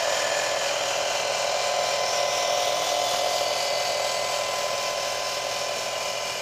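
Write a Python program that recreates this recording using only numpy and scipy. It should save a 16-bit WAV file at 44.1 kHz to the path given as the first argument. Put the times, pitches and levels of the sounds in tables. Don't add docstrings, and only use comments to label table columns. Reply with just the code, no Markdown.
import sys
import numpy as np
from scipy import signal
from scipy.fft import rfft, irfft
from scipy.io import wavfile
from scipy.ndimage import uniform_filter1d, map_coordinates

SR = 44100
rng = np.random.default_rng(int(sys.argv[2]) if len(sys.argv) > 2 else 0)


def output_pcm(signal):
    pcm = np.clip(np.atleast_2d(signal).T, -1, 1) * 32767
    wavfile.write(sys.argv[1], SR, np.round(pcm).astype(np.int16))


N = 282681
T = np.arange(N) / SR
TEETH, PINION_TEETH = 50, 15
REDUCTION = 5

# frequency in Hz, relative level in dB.
RUMBLE_SPECTRUM = [(5, -18), (22, -5), (70, -3.5), (130, -2.5), (200, 2), (290, -3), (400, -5.5),
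                   (900, -25), (4000, -45)]
# frequency in Hz, rms level in dB.
STEADY_HUMS = [(120, -56.5), (391.3, -51.5)]
# time in seconds, turns a second.
WHEEL_SPEED = [(0.0, 20.415), (1.1, 20.42), (2.0, 20.39), (2.35, 20.325), (3.1, 20.385), (4.9, 20.42),
               (6.41, 20.405)]
# frequency in Hz, width in Hz,
# boost from afar in dB, time in seconds when the microphone is nearest.
FRAME_RINGS = [(1790, 160, -4, 0.18), (2120, 41, -3, 0.2), (2410, 73, 3.5, 6.43), (2800, 150, 0, 1.1),
               (2910, 90, 0.5, 6.3), (3120, 120, 2, 0.82), (3480, 430, -2.5, 2.78), (4130, 140, 0, 1.52),
               (4600, 160, 0.5, 3.7), (5030, 72, -1.5, 3.7), (5360, 100, 2.5, 5.24),
               (5700, 380, -0.5, 2.22), (6200, 44, 3, 2.2), (6970, 140, 0, 0.3), (7160, 110, 2.5, 1.74),
               (7760, 160, 5, 4.13), (8260, 52, 7.5, 1.65), (9090, 170, 5.5, 2.44), (11120, 100, 4, 3.3),
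               (14300, 200, 4.5, 2.7)]
# frequency in Hz, relative level in dB.
RASP_SPECTRUM = [(250, -21), (450, -4), (800, 5), (1200, 2.5), (1550, 4.5), (1950, 0), (2900, 0),
                 (3550, -2.5), (5300, -3), (7100, -4), (7600, -11.5), (9700, -16), (11200, -11.5),
                 (15000, -14)]
# time in seconds, relative level in dB.
RASP_LOW_PATH = [(0, -34.5), (1.2, -37), (2.1, -39), (3.6, -42), (4.5, -40), (6.41, -42)]
RASP_BODY_PATH = [(0, -28), (0.5, -29), (1.8, -29.5), (2.15, -28.5), (3.6, -29), (4.5, -30.5),
                  (6.41, -31.5)]
RASP_FIZZ_PATH = [(0, -49.5), (1.5, -53), (3.2, -45.8), (3.7, -48.5), (6.41, -51.5)]
# multiple of the wheel speed, level from afar in dB, time in seconds
# when the microphone is nearest, rise there in dB, reach in seconds, standing-wave depth in dB
WHINE_TONES = [(15, -61.5, 1.73, 6, 2.35, -6), (35, -42.5, 2.65, 12.5, 1.45, -2.3),
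               (50, -44, 3.58, 4.5, 2.2, -4), (85, -56, 0.29, 13.5, 1, 3),
               (100, -52, 3.33, 10.5, 2.04, -1.5)]
# time in seconds, relative dB.
DRONE_PATH = [(0, -28.5), (0.8, -29.5), (2.5, -28), (3.8, -29), (5.3, -33), (6.0, -32.5), (6.41, -36)]
# place in its turn from 0 to 1, typical swell in dB.
TIGHT_SPOTS = [(.305, 2), (.55, 3), (.92, 1)]
# place in its turn from 0 to 1, relative force in dB.
WORN_SPOTS = [(.0, -3), (.17, -1), (.545, -1), (.69, 0)]
# frequency in Hz, width in Hz, relative gain in dB.
HOUSING_MODES = [(447, 27, 0), (553, 23, -10), (584, 27, 23.5), (651, 28, 17.5), (770, 27, -43),
                 (870, 16, -16), (920, 27, -22)]
# multiple of the wheel speed, relative level in dB.
DRONE_TONES = [(5, -64.9), (8, -64.4), (20, -54.8), (22, -55.8), (25, -46.5), (26, -52.5), (27, -41.2),
               (28, -47.3), (29, -40.1), (30, -44.8), (31, -54.9), (32, -54.3), (33, -42.3), (37, -44.4),
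               (40, -50.4), (41, -53.4), (42, -51.2), (43, -48.5), (48, -54.9), (51, -52.0), (53, -53.4),
               (55, -49.0), (57, -54.6), (65, -49.0), (67, -54.8), (72, -53.7), (90, -56.0), (115, -51.0),
               (150, -48.2), (200, -52.7), (250, -52.0)]


def gain_of(db):
    return 10 ** (np.asarray(db) / 20)


def unit_rms(x):
    return x / np.sqrt(np.mean(x ** 2) + 1e-20)


def at_times(rows, t):
    return np.interp(t, *np.transpose(rows))


def at_frequencies(rows, hz):
    f, value = np.transpose(rows)
    return np.interp(np.log(hz + 1), np.log(f + 1), value)


def bell(x, centre, width):
    return np.exp(-((x - centre) / width) ** 2)


def drift(rate_hz):
    lowpass = bell(np.fft.rfftfreq(N, 1 / SR), 0, rate_hz)
    return unit_rms(irfft(rfft(rng.standard_normal(N)) * lowpass, N))


def cycle(turns, peak_at=0):
    return np.cos(2 * np.pi * (turns - peak_at))


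def bandpass(x, band_hz, order):
    return signal.sosfilt(signal.butter(order, band_hz, "bandpass", fs=SR, output="sos"), x)


def room_tone(rumble_db=-53):
    colour = gain_of(at_frequencies(RUMBLE_SPECTRUM, np.fft.rfftfreq(N, 1 / SR)))
    rumble = irfft(rfft(rng.standard_normal(N)) * colour, N)
    hum = sum(gain_of(db) * np.sqrt(2) * np.sin(2 * np.pi * hz * T) for hz, db in STEADY_HUMS)
    return gain_of(rumble_db) * unit_rms(rumble) + hum


def soft_bump(start_s=3.132, thud_db=-40, thud_t60=0.18, tick_db=-30, tick_t60=0.14):
    age = np.maximum(T - start_s, 0)
    out = np.zeros(N)
    for band_hz, db, t60 in [([25, 300], thud_db, thud_t60), ([700, 1700], tick_db, tick_t60)]:
        noise = bandpass(rng.standard_normal(N), band_hz, order=2)
        out += unit_rms(noise) * gain_of(db - 60 * age / t60)
    return out * (T > start_s)


def table_echoes(x, wet=0.66, t60=0.097, positions=16, echoes_per_s=4000):
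    t = T[:SR // 8]
    echoes = np.zeros(N)
    for nearness in np.eye(positions):
        taps = rng.standard_normal(len(t)) * (rng.random(len(t)) < echoes_per_s / SR)
        taps *= gain_of(-60 * t / t60)
        crossfade = np.sqrt(np.interp(T, np.linspace(0, T[-1], positions), nearness))
        echoes += crossfade * signal.oaconvolve(x, taps / np.linalg.norm(taps))[:N]
    return x + wet * echoes


def frame_rings_db(f, t, pass_db=8, reach_s=0.53, widen=1.09):
    return sum(db * bell(f, hz, width) + pass_db * bell(t, near_s, reach_s) * bell(f, hz, widen * width)
               for hz, width, db, near_s in FRAME_RINGS)


def tooth_pressure(turns, mesh_db=3.5, pinion_db=-0.74, oval_db=1.2, tooth_softening_db=-0.3):
    grab = sum(np.sin(2 * np.pi * k * (2 * turns - 0.87)) / k for k in range(1, 7))
    db = mesh_db * cycle(TEETH * turns) + pinion_db * cycle(PINION_TEETH * turns) + oval_db * grab
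    tooth = (turns * TEETH).astype(int)
    db += tooth_softening_db * np.minimum(rng.exponential(1, N), 5)[tooth]
    return unit_rms(gain_of(db))


def rasp_shading_db(spectrum, hz, t):
    bands_hz = [(1080, 1950), (2100, 4300), (4300, 7500), (8500, 15000)]
    body_db = at_times(RASP_BODY_PATH, t) - 3.5
    targets_db = [at_times(RASP_LOW_PATH, t) - 0.8, body_db, body_db, at_times(RASP_FIZZ_PATH, t) - 1]
    shade_db = 0
    for weights, (low, high), target_db in zip(np.eye(len(bands_hz)), bands_hz, targets_db):
        power = np.sum(abs(spectrum[(hz > low) & (hz < high)]) ** 2, axis=0)
        smooth_db = 10 * np.log10(uniform_filter1d(power, size=85) * 4 / 3)
        blend = np.interp(hz[:, None], np.mean(bands_hz, axis=1), weights)
        shade_db += blend * (target_db - smooth_db)
    return shade_db


def tooth_rasp(turns, load_db=1.24, coarse_share=0.56, coarse_below_hz=4000, size=1024):
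    flank = unit_rms(irfft(np.exp(2j * np.pi * rng.random(size + 1))))
    roughness = map_coordinates(flank, [turns % 1 * len(flank)], mode="grid-wrap")
    pressure = tooth_pressure(turns)
    scrapes = [table_echoes(x * pressure) for x in (roughness, rng.standard_normal(N))]
    windows = dict(nperseg=size, noverlap=size * 3 // 4)
    hz, t, (coarse, grit) = signal.stft(scrapes, SR, **windows)
    f = hz[:, None]
    share = coarse_share / (1 + (f / coarse_below_hz) ** 2)
    spectrum = np.sqrt(share) * coarse + np.sqrt(1 - share) * grit
    spectrum *= gain_of(at_frequencies(RASP_SPECTRUM, f) + frame_rings_db(f, t))
    bright_db = load_db * np.sqrt(f / 8000) * cycle(np.interp(t, T, turns) / REDUCTION, peak_at=0.72)
    spectrum *= gain_of(rasp_shading_db(spectrum, hz, t) + bright_db)
    return signal.istft(spectrum, **windows)[1][:N]


def whines(turns, waver=0.17, waver_hz=10, crest_to_crest_s=2.7):
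    out = np.zeros(N)
    for order, far_db, near_s, rise_db, reach_s, standing_db in WHINE_TONES:
        crests = cycle((T - near_s) / crest_to_crest_s)
        near_db = bell(T, near_s, reach_s) * (rise_db + standing_db * crests)
        angle = 2 * np.pi * round(order) * turns
        tone = (1 + waver * drift(waver_hz)) * np.cos(angle)
        tone += waver * drift(waver_hz) * np.sin(angle)
        out += gain_of(far_db + near_db) * np.sqrt(2) * tone
    return out


def wheel_turns(sag_turns_per_s=0.045):
    speed = at_times(WHEEL_SPEED, T)
    slow_turns = np.cumsum(speed) / SR / REDUCTION
    return np.cumsum(speed + sag_turns_per_s * cycle(slow_turns, peak_at=0.372)) / SR


def housing_swell(turns, between_db=-1.48, spot_turns=0.045, grip_spread=0.35):
    lap, angle = np.divmod(turns / REDUCTION, 1)
    grips = 1 + grip_spread * rng.standard_normal((int(lap[-1]) + 1, len(TIGHT_SPOTS)))
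    chug_db = sum(db * grip * bell(angle, place, spot_turns)
                  for (place, db), grip in zip(TIGHT_SPOTS, grips[lap.astype(int)].T))
    return unit_rms(gain_of(at_times(DRONE_PATH, T))) * gain_of(chug_db + between_db)


def housing_knocks(turns, swell, gain_db=-31, chatter=0.043, slip_chance=0.12):
    blows = chatter * rng.standard_normal(N)
    for place, force_db in WORN_SPOTS:
        lap = np.floor(turns - place + 0.05).astype(int)
        strikes = np.diff(lap, prepend=lap[0]) > 0
        flank = rng.choice([-1, 1], REDUCTION)[lap % REDUCTION]
        flank *= np.where(rng.random(N) < slip_chance, -1, 1)
        blows += strikes * gain_of(force_db) * flank
    ring = np.zeros(N)
    for hz, width, db in HOUSING_MODES:
        decay = np.exp(-np.pi * width / SR)
        pole = decay * np.exp(2j * np.pi * hz / SR)
        ring += gain_of(db) * signal.lfilter([1 - decay], [1, -pole], blows).real
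    ring = bandpass(ring, [440, 830], order=4)
    bound = (uniform_filter1d(unit_rms(ring) ** 2, size=600) + 0.1) ** 0.32
    return gain_of(gain_db) * unit_rms(ring / bound) * swell


def gear_drone(turns, swell, gain_db=0.6):
    place, force_db = np.transpose(WORN_SPOTS)
    out = np.zeros(N)
    for order, db in DRONE_TONES:
        strike = np.sum(gain_of(force_db) * np.exp(-2j * np.pi * order * place))
        out += gain_of(db) * np.cos(2 * np.pi * order * turns + np.angle(strike))
    return np.sqrt(2) * gain_of(gain_db) * out * swell


def scene():
    turns = wheel_turns()
    swell = housing_swell(turns)
    drive = gear_drone(turns, swell) + housing_knocks(turns, swell) + whines(turns) + tooth_rasp(turns)
    mix = drive + room_tone() + soft_bump()
    return np.array([mix, mix])


def record(dry, edge_hz=15250):
    lowpass = signal.firwin(801, edge_hz, window=("kaiser", 9), fs=SR)
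    return signal.oaconvolve(dry, lowpass[None], "same")


dry = scene()
out = record(dry)
output_pcm(out)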